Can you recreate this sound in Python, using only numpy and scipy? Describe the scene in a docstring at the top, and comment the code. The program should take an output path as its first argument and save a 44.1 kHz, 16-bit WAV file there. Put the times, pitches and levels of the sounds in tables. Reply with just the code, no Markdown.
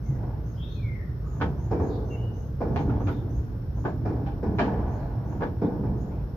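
"""A rail yard, outdoors, two microphones a few steps from a steel boxcar door being cranked shut.
A worker pulls a ratchet lever, which clacks and rings at the ends of its strokes. The big door
lurches, its sheet steel booms, and its rollers rumble along the track while rusty faces scrape.
Far off a diesel idles; birds call from the trees on the left, and insects sing faintly."""
import sys
import numpy as np
from scipy import signal
from scipy.fft import rfft, irfft, next_fast_len
from scipy.io import wavfile
from scipy.ndimage import uniform_filter1d

SR = 44100
rng = np.random.default_rng(int(sys.argv[2]) if len(sys.argv) > 2 else 0)


def waveform_to_disk(signal):
    """Save audio, clipped to [-1, 1], as 16-bit WAV at the path in sys.argv[1]."""
    frames = np.transpose(np.atleast_2d(signal))
    scaled = np.clip(frames, -1, 1) * 32767
    samples = np.round(scaled).astype(np.int16)
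    wavfile.write(sys.argv[1], SR, samples)


N = 280476

# how alike the two microphones hear the air and the steel: freq_hz, likeness (0-1)
AIR_LIKENESS = [(100, 0.98), (300, 0.9), (600, 0.5), (1200, 0), (3000, 0)]
STEEL_LIKENESS = [(100, 1), (400, 0.92), (900, 0.54), (2000, 0.066), (5000, 0.16)]
# balance between the microphones: freq_hz, left_minus_right_db
LEFT_LEAN = [(300, -1), (600, 0.5), (1200, -2), (2400, 3.5), (4000, 3.5), (5600, 8.5), (8500, -0.5),
             (13000, 4.5)]
# shade on the right microphone for sounds from the left: freq_hz, gain_db
RIGHT_SHADE = [(2000, -3), (3400, -5), (4200, -8.5), (5500, -7), (6500, -19.5)]
# steady air of the yard: freq_hz, gain_db
AIR_SPECTRUM = [(20, -32), (29, -20), (37, -6), (55, 3.5), (95, -1), (135, -0.5), (200, -12.5),
                (450, -21.5), (800, -35), (1500, -36.5), (2300, -51), (5000, -55), (8200, -72),
                (12800, -54.5), (15500, -59.5)]
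# songbird notes: start_s, length_s, start_hz, end_hz, level_db, rasp_hz, swell_db, echo_ratio
SONG_NOTES = [(0, 0.2, 2354, 1874, -65.5, 23, 2.5, 1.7), (0.522, 0.057, 5900, 4850, -66, 94, 2, 1.7),
              (0.558, 0.095, 2974, 3444, -51.5, 84, 8, 2), (0.608, 0.15, 3650, 3670, -56, 63, -7, 1.7),
              (0.626, 0.19, 3310, 3494, -62, 130, -3.5, 2.4), (0.594, 0.082, 2810, 2650, -64, 100, 3, 1.9),
              (.68, 0.12, 4020, 4130, -62, 170, 0, 2), (0.747, 0.062, 2650, 2384, -58, 19, 15, 1.5),
              (0.812, 0.1, 2400, 2080, -47.5, 21, 1.5, 1.3), (0.901, 0.14, 2183, 1850, -51.5, 100, 1.5, 3),
              (1.238, 0.19, 7000, 6350, -65.5, 210, -0.5, 2),
              (1.862, 0.13, 4430, 4180, -62.5, 290, -1.5, 1.6), (1.89, 0.09, 3760, 3590, -60.5, 210, -5, 2),
              (2.096, 0.072, 2787, 2744, -50.5, 12, 11, 0.53), (2.149, 0.16, 2900, 2883, -57, 32, -11, 1.6),
              (2.099, 0.08, 2240, 2200, -62.5, 110, -0.5, 2.2), (2.932, 0.055, 3300, 3290, -71.5, 30, 3, 1),
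              (3.092, 0.13, 3660, 3530, -62.5, 140, -6, 1.3),
              (4.899, 0.22, 4430, 4195, -72, 190, -2.5, 2.5)]
# thin rising chirps of a second bird: start_s, length_s, top_hz, level_db
CHIRP_NOTES = [(.01, 0.098, 6510, -64), (.42, 0.1, 6600, -65.5), (.65, 0.12, 6400, -69),
               (1.203, 0.12, 6960, -72.5), (1.548, .13, 6770, -64.5), (1.78, 0.1, 6730, -62.5),
               (2.029, .13, 6580, -64), (2.31, .12, 6480, -64.5), (2.714, .11, 6570, -65),
               (2.977, .11, 6650, -63.5), (3.272, .12, 6680, -64.5), (3.725, 0.11, 6820, -66),
               (4.538, 0.07, 6880, -66), (4.851, 0.12, 6780, -67), (5.237, 0.1, 6700, -65.5),
               (5.95, .09, 6850, -66)]
# the door rolling a little way: start_s, length_s, level_db
DOOR_ROLLS = [(0.046, 0.23, -36), (1.371, 0.029, -26), (1.687, 0.12, -30.5), (2.65, 0.26, -25),
              (3.013, 0.3, -33), (3.784, 0.45, -31.5), (4.424, 0.049, -25.5), (4.7, .2, -34.5),
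              (5.194, 0.31, -33), (5.728, 0.17, -30)]
# lever strokes dragging rusty faces over each other: peak_s, level_db, easing_db_per_s
LEVER_STROKES = [(.24, -43.5, 44), (1.45, -43.5, 29), (2.92, -42, 25), (4.06, -47.5, 36), (4.72, -35, 21.5),
                 (5.35, -47, 26), (6.13, -48, 42)]
# rollers heard through the car body, and scraping rust: freq_hz, gain_db
RUMBLE_SPECTRUM = [(25, -16.5), (50, -9.0), (75, 0.5), (140, -0.5), (200, -9), (350, -12.0),
                   (700, -49.0), (3000, -76.5)]
RUST_SPECTRUM = [(100, -13.5), (300, 14.5), (900, 10.5), (1300, -2.5), (2000, -9.0), (4000, -28.0),
                 (7000, -41.0), (10000, -56.5)]
# resonances of the steelwork, and one dip: centre_hz, width_hz, gain_db
STEEL_RESONANCES = [(290, 24, 6), (418, 16, 4), (477.5, 30, 4.5), (611.6, 20, 3.5), (694, 110, 4.5),
                    (836, 50, 2), (920, 220, 3), (1150, 39, 3), (1230, 22, 1), (1484, 90, 7.5),
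                    (1688, 120, 7.5), (1850, 25, 2.5), (2350, 83, 1.5), (3050, 60, 1.5), (3620, 36, -2)]
# low panel thumps, and pings left ringing by lever clacks: start_s, pitch_hz, level_db, t60_s
SINGLE_MODE_RINGS = [(0.088, 136.5, -17, 0.15), (0.801, 106.7, -30.5, 0.42), (2.761, 4160, -59.5, 0.15),
                     (3.05, 94.6, -19.5, .2), (3.37, 71.6, -22, 0.23), (4.266, 804, -33, 0.18),
                     (4.593, 1740, -53, 0.68)]
# rusty faces groaning and hissing as they slip: start_s, length_s, centre_hz, width_hz, level_db
RUST_SLIPS = [(0.224, 0.034, 880, 260, -48.5), (0.316, 0.03, 870, 130, -51.5),
              (1.212, 0.19, 1196, 160, -56), (2.867, 0.066, 1380, 130, -49), (3.067, 0.029, 1376, 90, -46),
              (3.09, .05, 13200, 3970, -67), (5.606, 0.085, 3560, 696, -66.5),
              (6.077, 0.19, 2250, 600, -68)]
# lever and pawl clacks: seat_s, level_db, attack_s, play_db, tilt_db_per_octave, ring_factor,
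# note_hz, note_db, second_note_hz, second_note_db, crack_db, bar_db
LEVER_CLACKS = [(1.4124, -25, .0002, 0.5, .5, 0.89, 1550, 8.5, 486, 1, 20, -0.5),
                (1.416, -32, .0003, -3, 3, 0.62, 1900, 7, 3200, 11.5, 11.5, 7),
                (1.716, -31.5, .001, 2.5, -1.5, .6, 800, 11.5, 1650, 7, 13, -6),
                (1.799, -34.5, .001, 1, -2, 0.48, 1160, 9.5, 1800, 8, 13, -5),
                (2.614, -25, 0.0018, -6.5, -4.5, 0.48, 725, 8.5, 466, 2.5, 9, -8),
                (2.761, -28, .0002, -8, 4, 1, 830, 8.5, 2260, 6.5, 21.5, -8.5),
                (2.806, -35.5, .001, -7, 0, .7, 830, 3, 1650, 0, 15, -10.5),
                (2.890, -39.5, .003, 0, 1.5, 1.3, 1380, 7, 1700, 5.5, 10, -12),
                (2.955, -39.5, .002, 1, -0.5, .75, 900, 11.5, 1400, 5.5, 12.5, -8.5),
                (3.004, -33.5, .0015, -2, -2, 0.42, 720, 5.5, 1200, 10.5, 16.5, -9),
                (3.071, -37.5, .0004, -4.5, 5, 1.35, 1270, 5, 2330, 3, 13, -7.5),
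                (3.083, -32.5, .001, -2, 1.5, 0.71, 1380, 16, 2380, 6.5, 16, -6),
                (3.770, -37.5, 0.003, 3, -5.5, 0.57, 990, 6.5, 1600, 3, 2, -8),
                (3.851, -24.5, .0007, -1, -2.5, 1.06, 1610, 9.5, 1150, 4, 15, -4),
                (4.263, -43.5, .0005, -2.5, 4.5, 1.5, 804, 1, 3400, 2, 15, 0),
                (4.586, -28.5, .0003, -10, 4, 0.74, 1710, 4.5, 2360, 12, 17.5, -0.5),
                (4.593, -23.5, .0002, -11, 1.1, 1.4, 1760, 10, 2390, 5, 22, -7.5),
                (4.604, -28, .0005, -5, 3, 0.79, 830, 2.5, 3070, 8, 17, -6),
                (4.672, -32, .002, -3, -2, 0.8, 915, 11, 1720, 8, 9, -7),
                (5.322, -39, .0006, -4.5, -3, 0.91, 928, 2, 1600, 1, 20, -7),
                (5.407, -34.5, .0006, -3, -2, .75, 1140, 8.5, 1650, 8, 20, 0.5),
                (5.421, -25, 0.00089, 1.5, -1.4, 0.92, 1640, 7.5, 1140, 6, 19, -1.5)]
# within a clack the pawl touches, the lever seats, then it rebounds: delay_s, level_db
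CLACK_CONTACTS = [(0, -15), (0.011, -1.5), (0.021, -6.5)]
SEAT_DELAY_S = CLACK_CONTACTS[1][0]
# clear modes of the lever bar: pitch_hz, level_db, t60_s
BAR_MODES = [(905, -27.5, 0.23), (1090, -24.5, 0.23), (1180, -23, .2), (1290, -16.5, 0.3),
             (1470, -23.5, 0.13), (1590, -23.5, 0.27), (1695, -25, .2), (1790, -24, 0.18), (1866, -25, .3),
             (2140, -24, 0.18), (2240, -24.5, .25), (2353, -26, .28), (2690, -22, 0.27), (3040, -20, 0.17),
             (3480, -20.5, .25)]
# tone of a blow on the lever and on the door: freq_hz, gain_db
LEVER_SPECTRUM = [(40, -6), (120, 0.5), (300, 5), (450, 6), (620, -0.5), (900, 2.5), (1300, -8),
                  (1700, -14), (2200, -15), (3300, -23), (4500, -29), (6500, -42), (8500, -67),
                  (15000, -60.5)]
DOOR_SPECTRUM = [(30, -16), (80, -2.5), (200, 6), (440, 3.5), (580, -6.5), (850, -8.5), (1200, -18),
                 (1800, -28), (2400, -32.5), (3000, -45.5), (5000, -44), (7000, -54.5), (9000, -73),
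                 (15000, -68)]
# decay of the lever and of the door's sheet steel: freq_hz, t60_s
LEVER_DECAY = [(100, 0.25), (400, 0.46), (1000, 0.22), (2500, 0.24), (8000, 0.43)]
DOOR_DECAY = [(80, 3.4), (300, 1.51), (500, 2.21), (1000, 2.35), (2000, 0.92), (5000, 1.5)]
# the door lurching on its track: start_s, level_db, tilt_db_per_octave, note_hz, note_db
DOOR_LURCHES = [(1.711, -24.5, 1.1, 465, 3.5), (1.799, -27.7, .5, 444, 5), (1.842, -33, -0.5, 451, 9),
                (2.606, -24.5, 0.6, 470, 3.5), (2.700, -28.5, -7, 130, 5.5), (2.875, -30, 1, 282, 15.5),
                (3.055, -31.5, -5, 290, 11), (4.053, -27.5, 1.8, 290, 4), (4.429, -26, 0.94, 201, 10),
                (4.594, -23.5, 1.5, 192, 10.5), (5.617, -21.5, -0.8, 199, 7.5), (5.835, -32, 0.5, 250, 4)]
# loose latch hardware, rung by every lurch: centre_hz, width_hz, gain_db
LATCH_RESONANCES = [(830, 540, 2), (1460, 280, 1.5), (1900, 150, 2), (2340, 130, 7.5), (5350, 600, 8.5)]


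def gain_of(db):
    """Decibels to amplitude."""
    return 10 ** (np.asarray(db) / 20)


def unit_rms(x):
    """Scales to rms 1."""
    return x / np.sqrt(np.mean(x ** 2) + 1e-20)


def curve(points, hz):
    """Reads a table on a log-frequency axis."""
    freq_hz, value = np.transpose(points)
    return np.interp(np.log(hz + 1), np.log(freq_hz + 1), value)


def add(mix, start_s, sound):
    """Adds a sound to the mix at start_s."""
    part = mix[..., max(round(start_s * SR), 0):][..., :sound.shape[-1]]
    part += sound[..., :part.shape[-1]]


def bell(hz, centre_hz, width_hz):
    """Shape of one resonance, 1 at its top."""
    return 1 / (1 + (2 * (hz - centre_hz) / width_hz) ** 2)


def resonance_db(resonances, hz):
    """The colour that a set of resonances gives to the steel."""
    return sum(db * bell(hz, centre_hz, width_hz) for centre_hz, width_hz, db in resonances)


def colour(x, db_at, size=8192):
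    """Causal filter of unit power with the dB shape db_at(hz), then leaning left or right by band."""
    hz = np.abs(np.fft.fftfreq(size, 1 / SR))
    log_gain = np.log(gain_of(db_at(hz)))
    taps = np.fft.ifft(np.exp(np.conj(signal.hilbert(log_gain)))).real  # minimum phase
    taps = taps[None, :size // 2] / np.linalg.norm(taps)
    length = x.shape[1]
    lean_db = curve(LEFT_LEAN, np.fft.rfftfreq(length, 1 / SR))
    leaning = irfft(rfft(x) * gain_of(np.outer([.5, -.5], lean_db)), length)
    return signal.fftconvolve(leaning, taps, axes=1)[:, :length]


def noise_pair(likeness, size):
    """White noise at two microphones, alike in the bass and less so in the treble."""
    length = next_fast_len(size)
    left, other = rfft(rng.standard_normal((2, length)))
    same = np.clip(curve(likeness, np.fft.rfftfreq(length, 1 / SR)), 0, 1)
    right = same * left + np.sqrt(1 - same ** 2) * other
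    return irfft(np.array([left, right]), length)[:, :size]


def from_left(x):
    """The right microphone hears a source on the left softer and duller."""
    shade = gain_of(curve(RIGHT_SHADE, np.fft.rfftfreq(N, 1 / SR)))
    return np.array([x[0], irfft(rfft(x[1]) * shade, N)])


def yard_air(level_db=-32):
    """Steady low rumble of the open yard, all around the microphones."""
    return gain_of(level_db) * colour(noise_pair(AIR_LIKENESS, N), lambda hz: curve(AIR_SPECTRUM, hz))


def far_diesel(firing_hz=114.66, waver_hz=1.48, level_db=-38):
    """The wavering firing note of a distant idling engine, with a weaker octave below."""
    drift, swell = (unit_rms(signal.resample(row, N)) for row in rng.standard_normal((2, 40)))
    phase = 2 * np.pi * np.cumsum(firing_hz + waver_hz * drift) / SR
    hum = unit_rms((np.sin(phase) + .5 * np.sin(phase / 2)) * (1 + 0.7 * swell))
    lean = gain_of(np.array([[.5], [-.5]]) * curve(LEFT_LEAN, firing_hz))
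    return gain_of(level_db) * lean * hum


def insects(centre_hz=5440, width_hz=320, level_db=-77):
    """A thin, steady band of insect song off to the left."""
    band_db = lambda hz: 20 * np.log10(bell(hz, centre_hz, width_hz) + 1e-4)
    return gain_of(level_db) * from_left(colour(noise_pair(AIR_LIKENESS, N), band_db))


def whistle(length_s, start_hz, end_hz, level_db, rasp_hz, swell_db):
    """One bird note: a sine that slides fast, then settles, roughened by quick pitch scatter."""
    t = np.arange(int(length_s * SR)) / SR
    glide_hz = end_hz + (start_hz - end_hz) * (1 - t / length_s) ** 1.5
    scatter = unit_rms(uniform_filter1d(rng.standard_normal(SR), size=90))[:len(t)]
    phase = 2 * np.pi * np.cumsum(glide_hz + rasp_hz * scatter) / SR
    envelope = signal.windows.tukey(len(t), .5) * gain_of(swell_db * t / length_s)
    return gain_of(level_db) * unit_rms(np.sin(phase) * envelope)


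def tree_echoes(x, echo_ratio, t60_s, echoes_per_s=2000):
    """Adds scattered echoes from trunks and cars, different at each microphone."""
    t = np.arange(SR) / SR
    taps = rng.standard_normal((2, SR)) * (rng.random((2, SR)) < echoes_per_s / SR)
    taps *= gain_of(-60 * t / t60_s)
    taps *= echo_ratio / np.linalg.norm(taps, axis=1, keepdims=True)
    taps[:, 0] += 1  # the direct sound
    return signal.fftconvolve(x[None], taps / np.sqrt(1 + echo_ratio ** 2), axes=1)[:, :N]


def birds(chirp_start_hz=5810):
    """A whistling songbird and a thin chirper, both in the trees to the left."""
    song, chirps = np.zeros((2, N)), np.zeros(N)
    for start_s, *note, echo_ratio in SONG_NOTES:
        add(song, start_s, tree_echoes(whistle(*note), echo_ratio, t60_s=0.53))
    for start_s, length_s, top_hz, db in CHIRP_NOTES:
        add(chirps, start_s, whistle(length_s, chirp_start_hz, top_hz, db, rasp_hz=160, swell_db=9))
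    return from_left(song + tree_echoes(chirps, echo_ratio=2.2, t60_s=.55))


def rollers(rise_s=0.061, coast_db_per_s=46.5):
    """Rollers rumble through the car body: they start up, hold while pulled, then coast."""
    t = np.arange(N) / SR
    rolls = []
    for start_s, length_s, db in DOOR_ROLLS:
        coasting_s = np.maximum(t - start_s - length_s, 0)
        rolls.append(np.clip((t - start_s) / rise_s, 0, 1) * gain_of(db - coast_db_per_s * coasting_s))
    motion = np.linalg.norm(rolls, axis=0)
    return colour(noise_pair(AIR_LIKENESS, N) * motion, lambda hz: curve(RUMBLE_SPECTRUM, hz))


def rust_scrape(load_db_per_s=82, grit_per_s=140, grit_db=16):
    """Rusty faces scrape and catch as each stroke loads up quickly and eases off more slowly."""
    t = np.arange(N) / SR
    strokes = [gain_of(db - np.maximum(load_db_per_s * (peak_s - t), easing * (t - peak_s)))
               for peak_s, db, easing in LEVER_STROKES]
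    force = np.linalg.norm(strokes, axis=0)
    grit = (rng.random(N) < grit_per_s / SR) * rng.standard_normal(N) * gain_of(grit_db)
    friction = unit_rms(noise_pair(STEEL_LIKENESS, N) + grit) * force
    return colour(friction, lambda hz: curve(RUST_SPECTRUM, hz) + resonance_db(STEEL_RESONANCES, hz))


def thumps_and_pings(rise_s=0.011):
    """Low panel thumps and pings left by lever clacks: each is one mode that swells and dies away."""
    out, t = np.zeros(N), np.arange(SR) / SR
    for start_s, hz, db, t60_s in SINGLE_MODE_RINGS:
        envelope = 2 * gain_of(db - 60 * t / t60_s) * (1 - np.exp(-t / rise_s))
        add(out, start_s, envelope * np.sin(2 * np.pi * hz * t))
    return out


def rust_slips():
    """Stick and slip drives one resonance for a moment."""
    out = np.zeros((2, N))
    for start_s, length_s, centre_hz, width_hz, db in RUST_SLIPS:
        size = int(length_s * SR)
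        rub = noise_pair(STEEL_LIKENESS, size) * signal.windows.tukey(size, .5)
        rub = np.pad(rub, ((0, 0), (0, SR // 10)))  # room to ring out
        ring_db = lambda hz: 20 * np.log10(bell(hz, centre_hz, width_hz) ** 0.97 + 1e-4)
        add(out, start_s, gain_of(db) * colour(rub, ring_db))
    return out


def steel_ring(size, decay, ring_factor=1, hold_s=0):
    """Crowded modes as noise: once the blow has spread, each band dies away at its own speed."""
    hz, t, bands = signal.stft(noise_pair(STEEL_LIKENESS, size), SR, nperseg=256)
    fall_db = -60 * np.maximum(t - hold_s, 0) / (ring_factor * curve(decay, hz)[:, None])
    return signal.istft(bands * gain_of(fall_db), SR, nperseg=256)[1][:, :size]


def chatter(t, hits_per_s, depth, settle_s, contact_s=0.0017):
    """Loose steel parts strike several times in quick succession, sharing the energy of one blow."""
    settling = np.exp(-t / settle_s)
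    hits = (rng.random(len(t)) < hits_per_s / SR) * settling
    hits[0] = 0.29
    pulses = signal.lfilter([1], [1, -np.exp(-1 / (contact_s * SR))], hits)
    envelope = 1 + depth * np.minimum(pulses, 1)
    return envelope / np.sqrt(np.average(envelope ** 2, weights=settling))


def bar_ring(t, ring_factor, uneven_db=3.5, spread_rad=0.76):
    """The bar's clear modes, woken differently by each blow and out of step at the two microphones."""
    out = np.zeros((2, len(t)))
    for hz, db, t60_s in BAR_MODES:
        strength, skew = rng.standard_normal(2)
        phase = 2 * np.pi * (hz * t + rng.random()) + spread_rad * skew * np.array([[1], [-1]])
        out += gain_of(db + uneven_db * strength - 60 * t / (ring_factor * t60_s)) * np.sin(phase)
    return out


def clack(attack_s, play_db, ring_factor, crack_db, bar_db, echo_db=-23, echo_t60_s=0.28):
    """Three hard contacts set the bar ringing; the cars around return a faint dull echo."""
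    blow, t = np.zeros((2, SR)), np.arange(SR) / SR
    attack = 1 - np.exp(-t / attack_s)
    for delay_s, db in CLACK_CONTACTS:
        if delay_s != SEAT_DELAY_S:
            db += play_db  # play in the joint sets the strength of touch and rebound
        ring = steel_ring(SR // 2, LEVER_DECAY, ring_factor, hold_s=0.0037)
        rattle = chatter(t, hits_per_s=170, depth=1.4, settle_s=0.027) * attack
        add(blow, delay_s, gain_of(db) * ring * rattle[:SR // 2])
    echo = signal.lfilter(*signal.butter(1, 1300, fs=SR), noise_pair(AIR_LIKENESS, SR))
    add(blow, SEAT_DELAY_S, echo * gain_of(echo_db - 60 * t / echo_t60_s) * attack)
    add(blow, SEAT_DELAY_S, gain_of(bar_db) * bar_ring(t[:SR // 3], ring_factor) * attack[:SR // 3])
    add(blow, SEAT_DELAY_S, gain_of(crack_db) * np.ones((2, 1)))  # steel meets steel: one sharp pulse
    return blow


def lever():
    """The ratchet clacks a few steps away, each blow coloured by the steelwork and two notes of its own."""
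    out = np.zeros((2, N))
    for (seat_s, db, attack_s, play_db, tilt, ring_factor,
         note_hz, note_db, second_hz, second_db, crack_db, bar_db) in LEVER_CLACKS:
        blow = clack(attack_s, play_db, ring_factor, crack_db, bar_db)
        tone_db = lambda hz: (curve(LEVER_SPECTRUM, hz) + resonance_db(STEEL_RESONANCES, hz)
                              + tilt * np.log2(np.clip(hz, 200, 3000))
                              + note_db * bell(hz, note_hz, 0.16 * note_hz)
                              + second_db * bell(hz, second_hz, 0.1 * second_hz))
        add(out, seat_s - SEAT_DELAY_S, gain_of(db) * colour(blow, tone_db))
    out[1] = np.roll(out[1], 5)  # the lever is a little nearer the left microphone
    return out


def door(shove_db=12, knock_rise_s=0.002, knock_t60_s=0.42, boom_rise_s=0.0085, boom_db=-5.5):
    """Each lurch is a sudden shove and a rattling knock that leave the big steel sheet booming."""
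    out, t = np.zeros((2, N)), np.arange(2 * SR) / SR
    shove = gain_of(shove_db) * (t == 0)
    for start_s, db, tilt, note_hz, note_db in DOOR_LURCHES:
        sheet_db = lambda hz: (curve(DOOR_SPECTRUM, hz) + resonance_db(STEEL_RESONANCES, hz)
                               + tilt * np.log2(np.clip(hz, 150, 3000))
                               + note_db * bell(hz, note_hz, 0.31 * note_hz))
        with_latch_db = lambda hz: sheet_db(hz) + resonance_db(LATCH_RESONANCES, hz)
        envelope = (1 - np.exp(-t / knock_rise_s)) * gain_of(-60 * t / knock_t60_s)
        knock = noise_pair(STEEL_LIKENESS, len(t)) * envelope
        knock *= chatter(t, hits_per_s=460, depth=0.18, settle_s=0.021)
        boom = steel_ring(len(t), DOOR_DECAY) * (1 - np.exp(-t / boom_rise_s))
        add(out, start_s, gain_of(db) * colour(shove + knock, with_latch_db))
        add(out, start_s, gain_of(db + boom_db) * colour(boom, sheet_db))
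    return out


def scene():
    """The yard in the distance, the door and its lever close to the microphones."""
    distant = yard_air() + far_diesel() + insects() + birds()
    return distant + rollers() + rust_scrape() + thumps_and_pings() + rust_slips() + lever() + door()


def record(dry, top_hz=15500):
    """The recorder's band limit."""
    lowpass = signal.firwin(511, top_hz, window=("kaiser", 9), fs=SR)
    return signal.oaconvolve(dry, lowpass[None], "same")


dry = scene()
out = record(dry)
waveform_to_disk(out)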